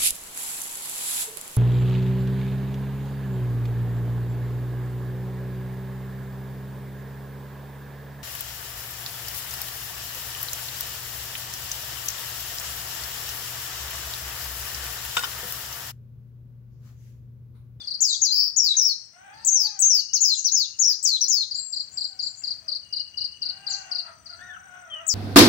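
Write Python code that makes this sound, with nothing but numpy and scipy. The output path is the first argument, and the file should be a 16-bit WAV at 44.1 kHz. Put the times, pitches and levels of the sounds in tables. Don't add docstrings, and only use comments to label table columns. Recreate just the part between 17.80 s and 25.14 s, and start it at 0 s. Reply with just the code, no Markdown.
import sys
import numpy as np
from scipy import signal
from scipy.fft import rfft, irfft, next_fast_len
from scipy.io import wavfile
from scipy.ndimage import uniform_filter1d

SR = 44100
rng = np.random.default_rng(int(sys.argv[2]) if len(sys.argv) > 2 else 0)


def store_wav(level_fs):
    pcm = np.round(np.clip(np.atleast_2d(level_fs), -1, 1) * 32767)
    wavfile.write(sys.argv[1], SR, pcm.T.astype(np.int16))


N = 323694
TIME = np.arange(N) / SR


def gain_of(db):
    return 10 ** (np.asarray(db) / 20)


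def evened(x):
    return x / np.sqrt(np.mean(x ** 2) + 1e-20)


def read(points, hz, axis=1):
    columns = np.transpose(points)
    return np.interp(np.log(hz + 1), np.log(columns[0] + 1), columns[axis])


def colour(x, points, axis=1):
    count = x.shape[-1]
    size = next_fast_len(2 * count)
    gains = gain_of(read(points, np.fft.rfftfreq(size, 1 / SR), axis))
    return irfft(rfft(x, size) * gains, size)[..., :count]


def curves(rows):
    s, *columns = np.transpose(rows)
    s = np.sort(s)
    t = np.arange(s[0], s[-1], 1 / SR)
    return s[0], *(np.interp(t, s, c) for c in columns)


def wander(count, rate_hz):
    spectrum = rfft(rng.standard_normal(count))
    lowpass = np.exp(-(np.fft.rfftfreq(count, 1 / SR) / rate_hz) ** 2)
    return evened(irfft(spectrum * lowpass, count))


def add(mix, s, sound):
    part = mix[max(round(s * SR), 0):][:len(sound)]
    part += sound[:len(part)]


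def delayed(x, s):
    return np.concatenate([np.zeros(round(abs(s) * SR)), x])[:N]


def ramp(t, length):
    return np.clip(t / length, 0, 1)


def ease(t, length, hold=1):
    return (1 - np.cos(np.pi * ramp(t, length) ** hold)) / 2


def syrinx(s, hz, db, waver=.006, waver_hz=250, second_db=-32, third_db=-60, flutter_db=0, flutter_hz=40):
    hz = uniform_filter1d(hz, size=130, mode="nearest")
    hz = hz * (1 + waver * wander(len(hz), waver_hz))
    db = db + flutter_db * np.tanh(wander(len(hz), flutter_hz))
    phase = 2 * np.pi * np.cumsum(hz) / SR
    tone = 0
    for k, level_db in enumerate([0, second_db, third_db], 1):
        tone = tone + gain_of(level_db) * np.sin(k * phase) * (k * hz < SR / 2)
    soft_ends = signal.windows.tukey(len(hz), min(160 / len(hz), 1))
    return s, np.sqrt(2) * gain_of(db) * tone * soft_ends


def phrase(notes, **voice):
    out = np.zeros(N)
    for note in notes:
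        add(out, *syrinx(*note, **voice))
    return out


def arch(s, length, first_hz, middle_hz, last_hz, db, crest, edge_db):
    u = np.arange(0, length, 1 / SR) / length
    bow_hz = (2 * middle_hz - first_hz - last_hz) * 2 * u * (1 - u)
    hz = first_hz + (last_hz - first_hz) * u + bow_hz
    away = np.interp(u, [0, np.clip(crest, 0, 1), 1], [1, 0, 1])
    return s, hz, db + edge_db * away ** 2


# f/Hz, t60/s
YARD_DECAY = [(500, 0.46), (3000, 0.23), (4500, 0.4), (6500, 0.46), (9000, 0.35), (15000, 0.033)]


def yard(x, near_db, tail_db, echoes=(), lag=0.00103, near_t60=0.038):
    t = np.arange(SR * 3 // 4) / SR
    signs = rng.choice([-1., 1.], (2, len(t)))
    taps = signs * (rng.random((2, len(t))) < .03) * (t > .004)
    hz, frame_s, z = signal.stft(taps, SR, nperseg=256)
    decay = gain_of(-60 * frame_s / read(YARD_DECAY, hz)[:, None])
    tail = signal.istft(z * decay, SR, nperseg=256)[1][:, :len(t)]
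    tail = tail * (1 - np.exp(-t / 0.0067))
    near = taps[:, ::-1] * (t > .003) * np.exp(-np.log(1000) * t / near_t60)
    near = gain_of(near_db) * near / np.linalg.norm(near[0])
    room = near + gain_of(tail_db) * tail / np.linalg.norm(tail[0])
    out = np.array([delayed(x, lag), x])
    for s, left_db, right_db in echoes:
        out += [gain_of(left_db) * delayed(x, s + lag), gain_of(right_db) * delayed(x, s)]
    return out + signal.fftconvolve(x[None], room, axes=1)[:, :N]


# f/Hz, level per Hz/dB
AIR_SPECTRUM = [(15, -30), (35, -26), (60, -4.5), (90, 3.5), (140, -4), (250, -7), (450, -16), (1000, -13),
                (1600, -9), (3500, -12), (7000, -10), (9500, -5.5), (15500, -25)]
# f/Hz, correlation/1
PORT_LIKENESS = [(60, 0.88), (130, 0.68), (250, -0.47), (600, -0.24), (2000, 0.18)]


def air():
    a, b = rfft(rng.standard_normal((2, N)))
    same = np.clip(read(PORT_LIKENESS, np.fft.rfftfreq(N, 1 / SR)), -1, 1)
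    pair = irfft([a, same * a + np.sqrt(1 - same ** 2) * b], N)
    noise = evened(colour(pair, AIR_SPECTRUM))
    rumble = colour(noise, [(150, 0), (300, -10), (800, -50)])
    lumps = gain_of(2 * wander(N, 10))
    swell = gain_of(1.2 * wander(N, 6))
    return gain_of(-62.5) * swell * (noise + (lumps - 1) * rumble)


def insect(hz, width_hz, db, throb_hz, depth_db):
    throb = gain_of(depth_db * np.sin(2 * np.pi * throb_hz * TIME + 2 * wander(N, 30)))
    buzz = np.sin(2 * np.pi * np.cumsum(hz + width_hz * wander(N, 250)) / SR)
    return yard(gain_of(db) * evened(buzz * throb), near_db=-1.5, tail_db=-19.5)


# t/s, length/s, first f/Hz, middle f/Hz, last f/Hz, level/dB, loudest at/0-1,
# roughness/0-1, beak ring f/Hz, beak ring level/dB
CROW_NOTES = [(1.322, .36, 676.5, 817.6, 941, -60, 0.76, 0.36, 1850, 0),
              (1.70, .33, 931, 862.4, 689, -60.5, 0.62, 0.2, 1670, -8.5),
              (3.722, 0.16, 595.5, 616, 680, -74.5, 0.8, 0.42, 1440, -9),
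              (4.079, 0.72, 770, 757, 714, -75, 0.24, 0.01, 1440, -4),
              (4.802, .20, 653, 615, 587, -71.5, 0.48, 0.18, 1850, -11),
              (5.628, 0.63, 695.4, 793, 672, -59.5, 0.53, 0.44, 1900, 5.5),
              (6.217, .12, 663, 646.5, 611, -58.5, 0.63, 0.7, 1400, 14),
              (6.418, .70, 634.6, 754, 658.5, -58, 0.7, 0.39, 1440, 10),
              (7.059, 0.3, 618.6, 638.4, 687, -59.5, 0.17, 0.32, 1350, 7)]
# f/Hz, level/dB
ROOSTER_THROAT = [(400, -26.5), (700, -2), (1050, -9.5), (1450, 0.5), (1900, -2), (2400, -8), (3000, -9),
                  (4000, -18.5), (6000, -67.5)]


def roosters(jitter=0.0243, rasp=0.0692, half_db=-4, flutter_db=4, beak_width_hz=200, hoarse_db=18):
    out = np.zeros(N)
    for *note, rough, beak_hz, beak_db in CROW_NOTES:
        s, hz, db = arch(*note, edge_db=-11)
        shake = jitter * wander(len(hz), 40.1) + rasp * rough * wander(len(hz), 398)
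        phase = 2 * np.pi * np.cumsum(hz * (1 + shake)) / SR
        voice = np.zeros(len(hz))
        for k in range(1, 6):
            beak = gain_of(beak_db / (1 + ((k * hz - beak_hz) / beak_width_hz) ** 2))
            half_line = gain_of(half_db) * 2 * rough * np.cos((k + .5) * phase)
            voice += beak * np.cos(k * phase) + half_line
        voice += gain_of(hoarse_db) * rough ** 2 * rng.standard_normal(len(hz))
        effort = gain_of(db + flutter_db * np.tanh(wander(len(hz), 10.5)))
        add(out, s, effort * evened(colour(voice, ROOSTER_THROAT)) * signal.windows.tukey(len(hz), .08))
    return gain_of(-3.5) * yard(out, near_db=4, tail_db=4)


# t/s, length/s, top f/Hz, level/dB
THIN_WHISTLES = [(3.742, 0.22, 7540, -35.5), (4.111, .19, 7556, -46.5), (4.413, 0.11, 7370, -44.5),
                 (4.57, 0.063, 7330, -45)]
SCOOP, SCOOP_S, WHISTLE_ARCH = 0.095, 0.011, .035


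def whistle(s, length, top_hz, db):
    ends_hz = top_hz * (1 - WHISTLE_ARCH)
    s, hz, db = arch(s, length, ends_hz, top_hz, ends_hz, db, crest=0.16, edge_db=-10)
    return s, hz * (1 - SCOOP * np.exp(-np.arange(len(hz)) / SR / SCOOP_S)), db


def trill(*note, rate_hz=14, depth_db=6):
    s, hz, db = arch(*note, edge_db=-5)
    return s, hz, db - depth_db * np.cos(2 * np.pi * rate_hz * np.arange(len(hz)) / SR)


# t/s, length/s, first f/Hz, middle f/Hz, last f/Hz, level/dB, loudest at/0-1
FALLING_WHISTLES = [(0.0, 0.035, 3640, 3505, 3310, -46.5, 0), (7.098, .115, 3250, 3000, 2830, -44, 0.28)]
LOW_CALLS = [(3.096, 0.028, 1840, 1654, 1520, -54, 0.8), (6.588, .185, 1612, 1865, 1281, -52, 0.9)]
RASPY_CALLS = [(0.262, 0.097, 8360, 7040, 5770, -29, 0.72), (1.527, 0.17, 4750, 4600, 4890, -44, 1),
               (2.515, 0.1, 8100, 7040, 6130, -28.5, .7), (5.886, 0.077, 7880, 6620, 5390, -36, .4)]
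FAR_TRILLS = [(2.051, .93, 2897, 2828, 2765, -60, 0.1), (5.019, 1.25, 2863, 2840, 2732, -57.5, 0.32)]


def neighbours():
    clear_notes = [whistle(*row) for row in THIN_WHISTLES]
    clear_notes += [arch(*row, edge_db=-11.5) for row in FALLING_WHISTLES]
    low_notes = [arch(*row, edge_db=-4.5) for row in LOW_CALLS]
    raspy_notes = [arch(*row, edge_db=-16) for row in RASPY_CALLS]
    long_notes = [trill(*row) for row in FAR_TRILLS]
    clear = phrase(clear_notes, waver=0.0066, waver_hz=150, second_db=-43)
    low = phrase(low_notes, waver=0.019, waver_hz=149, second_db=-10, flutter_db=3.5)
    raspy = phrase(raspy_notes, waver=.05, waver_hz=400, second_db=-60, flutter_db=6, flutter_hz=120)
    trills = phrase(long_notes, waver=.02, waver_hz=200, second_db=-40, flutter_db=5, flutter_hz=60)
    close = yard(clear + gain_of(-3) * low, near_db=-3.5, tail_db=-6)
    far = yard(raspy + gain_of(-3.5) * trills, near_db=4, tail_db=-1)
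    return gain_of(2) * close + gain_of(-4) * far


# t/s, direct peak level/dB
PERCH_HOPS = [(0.941, -48), (4.616, -58)]
# f/Hz, level/dB, t60/s
CAGE_MODES = [(1000, -16, 0.12), (1550, -18, 0.32), (1767, -3, 0.16), (2233, 6, 0.052), (2750, 4, 0.09)]


def hops():
    t, out = np.arange(SR // 5) / SR, np.zeros(N)
    for s, peak_db in PERCH_HOPS:
        ring = np.zeros(len(t))
        for hz, db, t60 in CAGE_MODES:
            mode_hz = hz * rng.uniform(0.938, 1.04)
            ring += gain_of(db) * np.exp(-np.log(1000) * t / t60) * np.sin(2 * np.pi * mode_hz * t)
        add(out, s, gain_of(peak_db) * ring / abs(ring).max())
    return yard(out, near_db=9, tail_db=-20)


RUN_START, RUN_PERIOD_S, RUN_SLOWING_S, RUN_DB = 4.388, .2442, 0.00025, -22


def even_run(count):
    return [(RUN_START + k * (RUN_PERIOD_S + k * RUN_SLOWING_S), RUN_DB) for k in range(count)]


# t/s, level/dB
SINGLE_TRIPLES = [(0.0, -38.5), (.068, -25), (0.283, -20), (3.706, -21), (3.923, -23), (4.169, -22),
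                  (6.454, -38)]
# t from its start/s, level/dB
TRIPLE_BEATS = [(0, -4), (0.0355, -4), (.069, -4.5)]
# t from its start/s, f/Hz, level/dB
CHIRP_SWEEP = [(0, 5700, -27), (.0045, 4930, -0.5), (.011, 4675, 6), (.016, 4240, 3.5), (.020, 3950, -16),
               (.024, 3800, -38)]
# delay t/s, left level/dB, right level/dB
CHIRPER_WALLS = [(.0075, -11, -21.5), (.0112, -9, -15.5), (.0155, -24.5, -2), (.078, -17, -14.5)]


def chirper():
    triples = SINGLE_TRIPLES + even_run(count=8)
    beats = [(s + after, db + accent_db) for s, db in triples for after, accent_db in TRIPLE_BEATS]
    slips = rng.standard_normal((len(beats), 2)) * (30, .8)
    chirps = []
    for (s, db), (slip_hz, slip_db) in zip(beats, slips):
        chirps.append(curves(np.add(CHIRP_SWEEP, (s, slip_hz, db + slip_db))))
    song = phrase(chirps, waver=0.0014, waver_hz=200, second_db=-26, third_db=-61.5)
    heard = yard(song, near_db=-8.5, tail_db=-12.5, echoes=CHIRPER_WALLS, lag=.00125, near_t60=.12)
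    return gain_of([[.5], [-1.5]]) * heard


# f/Hz, level/dB
VOICE_RANGE = [(3200, -9.5), (4200, -0.5), (6900, 0), (8200, -5)]
FLICK_S, FLICK, FLICK_DB, BLOOM_S, BLOOM_DB = .006, .35, -10, 0.014, -4.5
STUMBLE, STUMBLE_HZ = .011, 70


def flicked(s, t, hz, db):
    below = 1 - ramp(t, FLICK_S)
    hz = hz * (1 - FLICK * below) * (1 + STUMBLE * wander(len(t), STUMBLE_HZ))
    bloom_db = BLOOM_DB * (1 - ramp(t, BLOOM_S))
    return s, hz, db + FLICK_DB * below + bloom_db + read(VOICE_RANGE, hz)


REBOUND_S, DROP_S, DROP_DB = 0.016, .016, -14.5


def syllable(s, length, top_hz, fall_s, fall_hold, dip_hz, rebound_hz, slide_hold, foot_hz, drop_share,
             fall_db, slide_db):
    t = np.arange(0, length, 1 / SR)
    slide_start, drop_start = fall_s + REBOUND_S, length - DROP_S
    fall = ease(t, fall_s, fall_hold)
    rebound = ease(t - fall_s, REBOUND_S)
    slide = ease(t - slide_start, drop_start - slide_start, slide_hold)
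    drop = ramp(t - drop_start, DROP_S)
    hz = top_hz + (dip_hz - top_hz) * fall + (rebound_hz - dip_hz) * rebound + (foot_hz - rebound_hz) * slide
    db = fall_db + (slide_db - fall_db) * rebound + DROP_DB * drop
    return flicked(s, t, hz * (1 - drop_share * drop), db)


def pickup(s, length, top_hz, end_hz, db):
    t = np.arange(0, length, 1 / SR)
    fall = ease(t, length, hold=1.25)
    return flicked(s, t, top_hz + (end_hz - top_hz) * fall, db - 11 * fall)


WARBLE_START, WARBLE_S, WARBLE_DB, WARBLE_FADE_DB = .513, 0.18, -22.5, -12.5
WARBLE_FROM_HZ, WARBLE_TO_HZ, WARBLE_SWING_HZ = 4800, 4940, 550
WARBLE_LIFT_HZ = 188
WARBLE_OPEN_S, SWEEP_S, SWEEP_RISE = 0.03, .0192, .75


def warble():
    t = np.arange(0, WARBLE_S, 1 / SR)
    opening, turns = 1 - np.exp(-t / WARBLE_OPEN_S), t / SWEEP_S
    sweeps = WARBLE_SWING_HZ * signal.sawtooth(2 * np.pi * turns, SWEEP_RISE)
    sweeps = sweeps + WARBLE_LIFT_HZ * np.sin(np.pi * turns)
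    hz = WARBLE_FROM_HZ + opening * (WARBLE_TO_HZ - WARBLE_FROM_HZ + sweeps)
    hz = hz * (1 + STUMBLE * wander(len(t), STUMBLE_HZ))
    return WARBLE_START, hz, WARBLE_DB + WARBLE_FADE_DB * (t / WARBLE_S) ** 6


# t/s, length/s, top f/Hz, fall/s, fall hold/1, dip f/Hz, rebound f/Hz,
# slide hold/1, foot f/Hz, drop share/1, fall level/dB, slide level/dB
SONG_SYLLABLES = [(0.203, 0.15, 7190, .040, 1.7, 5410, 4970, .7, 3760, .18, -22, -26.5),
                  (.412, 0.13, 6720, 0.049, 1.7, 4710, 4210, 0.32, 4155, 0, -22, -28),
                  (0.76, 0.18, 7070, 0.049, .9, 5370, 5500, .62, 3913, .15, -21, -22),
                  (.963, 0.17, 6770, 0.077, 0.68, 5280, 5610, .9, 4287, .1, -21.5, -22.5),
                  (1.646, 0.23, 8200, 0.04, 1.5, 6120, 6650, 0.99, 4675, 0.18, -21.5, -23),
                  (1.988, 0.22, 8020, 0.047, 1.5, 5990, 6615, .92, 4676, 0.17, -20, -21.5),
                  (2.401, 0.15, 6970, 0.059, 1.45, 5100, 5300, 0.51, 4067, .2, -22.5, -23),
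                  (2.714, .138, 6735, 0.057, 2.0, 5290, 5010, 0.76, 4015, 0.18, -23, -24.5),
                  (2.987, 0.15, 6940, .058, 1.45, 5310, 5980, .68, 4926, 0.22, -22.5, -21.5),
                  (3.225, 0.15, 8230, 0.049, 1.1, 5110, 4600, .6, 4057, 0.213, -22.5, -22.5),
                  (3.478, 0.16, 7090, 0.054, 1.4, 5115, 5180, 0.43, 4180, .19, -23.5, -24),
                  (7.265, 0.13, 8550, 0.045, 1.05, 5100, 4650, 0.62, 4020, .17, -24.5, -29.5)]
# t/s, length/s, top f/Hz, end f/Hz, level/dB
SONG_PICKUPS = [(2.331, .050, 6470, 4223, -18), (2.643, .050, 6275, 4066, -18.5),
                (3.406, 0.056, 6066, 4120, -20.5)]
# delay t/s, left level/dB, right level/dB
SINGER_WALLS = [(.0018, -31, -28), (.0043, -13.5, -25.5), (.0092, -9.5, -13.5), (.0155, -13.5, -3)]


def singer():
    notes = [syllable(*row) for row in SONG_SYLLABLES]
    notes += [pickup(*row) for row in SONG_PICKUPS]
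    notes.append(warble())
    song = phrase(notes, waver=.011, waver_hz=239, second_db=-27.5, third_db=-30, flutter_db=3.5, flutter_hz=150)
    heard = yard(song, near_db=-4.5, tail_db=-11, echoes=SINGER_WALLS, lag=.0009, near_t60=0.15)
    return gain_of([[7.7], [5.2]]) * heard


def scene():
    low_insect = insect(hz=5960, width_hz=56, db=-65, throb_hz=36.2, depth_db=10)
    high_insect = insect(hz=8577, width_hz=230, db=-59, throb_hz=6.9, depth_db=5)
    background = air() + low_insect + high_insect + roosters()
    return background + neighbours() + hops() + chirper() + singer()


# f/Hz, left level/dB, right level/dB
PORT_COLOUR = [(99, 11, 8.5), (605, 14, 11.5), (1450, 9.5, 3.5), (3120, 7, 2), (4510, 0, -7.5),
               (6320, 5.5, -3), (7800, 3.5, -15.5), (9160, -15, -28), (11050, -21.5, -19.5),
               (13000, -16.5, -5.5), (15200, 10, 14.5)]
EDGE_HZ = 15850


def record(dry, threshold_db=-30, squeeze=0.3, peak_fall_db_per_s=28):
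    ports = np.array([colour(dry[0], PORT_COLOUR, axis=1), colour(dry[1], PORT_COLOUR, axis=2)])
    power = uniform_filter1d((ports ** 2).mean(0), size=600)
    power_db = 10 * np.log10(abs(power) + 1e-12)
    fall_db = peak_fall_db_per_s * TIME
    held_db = np.maximum.accumulate(power_db + fall_db) - fall_db
    over_db = np.maximum(held_db - threshold_db, 0)
    ducked = ports / gain_of(squeeze * uniform_filter1d(over_db, size=300))
    lowpass = signal.firwin(511, EDGE_HZ, window=("kaiser", 9), fs=SR)
    return signal.oaconvolve(ducked, lowpass[None], "same")


dry = scene()
out = record(dry)
store_wav(out)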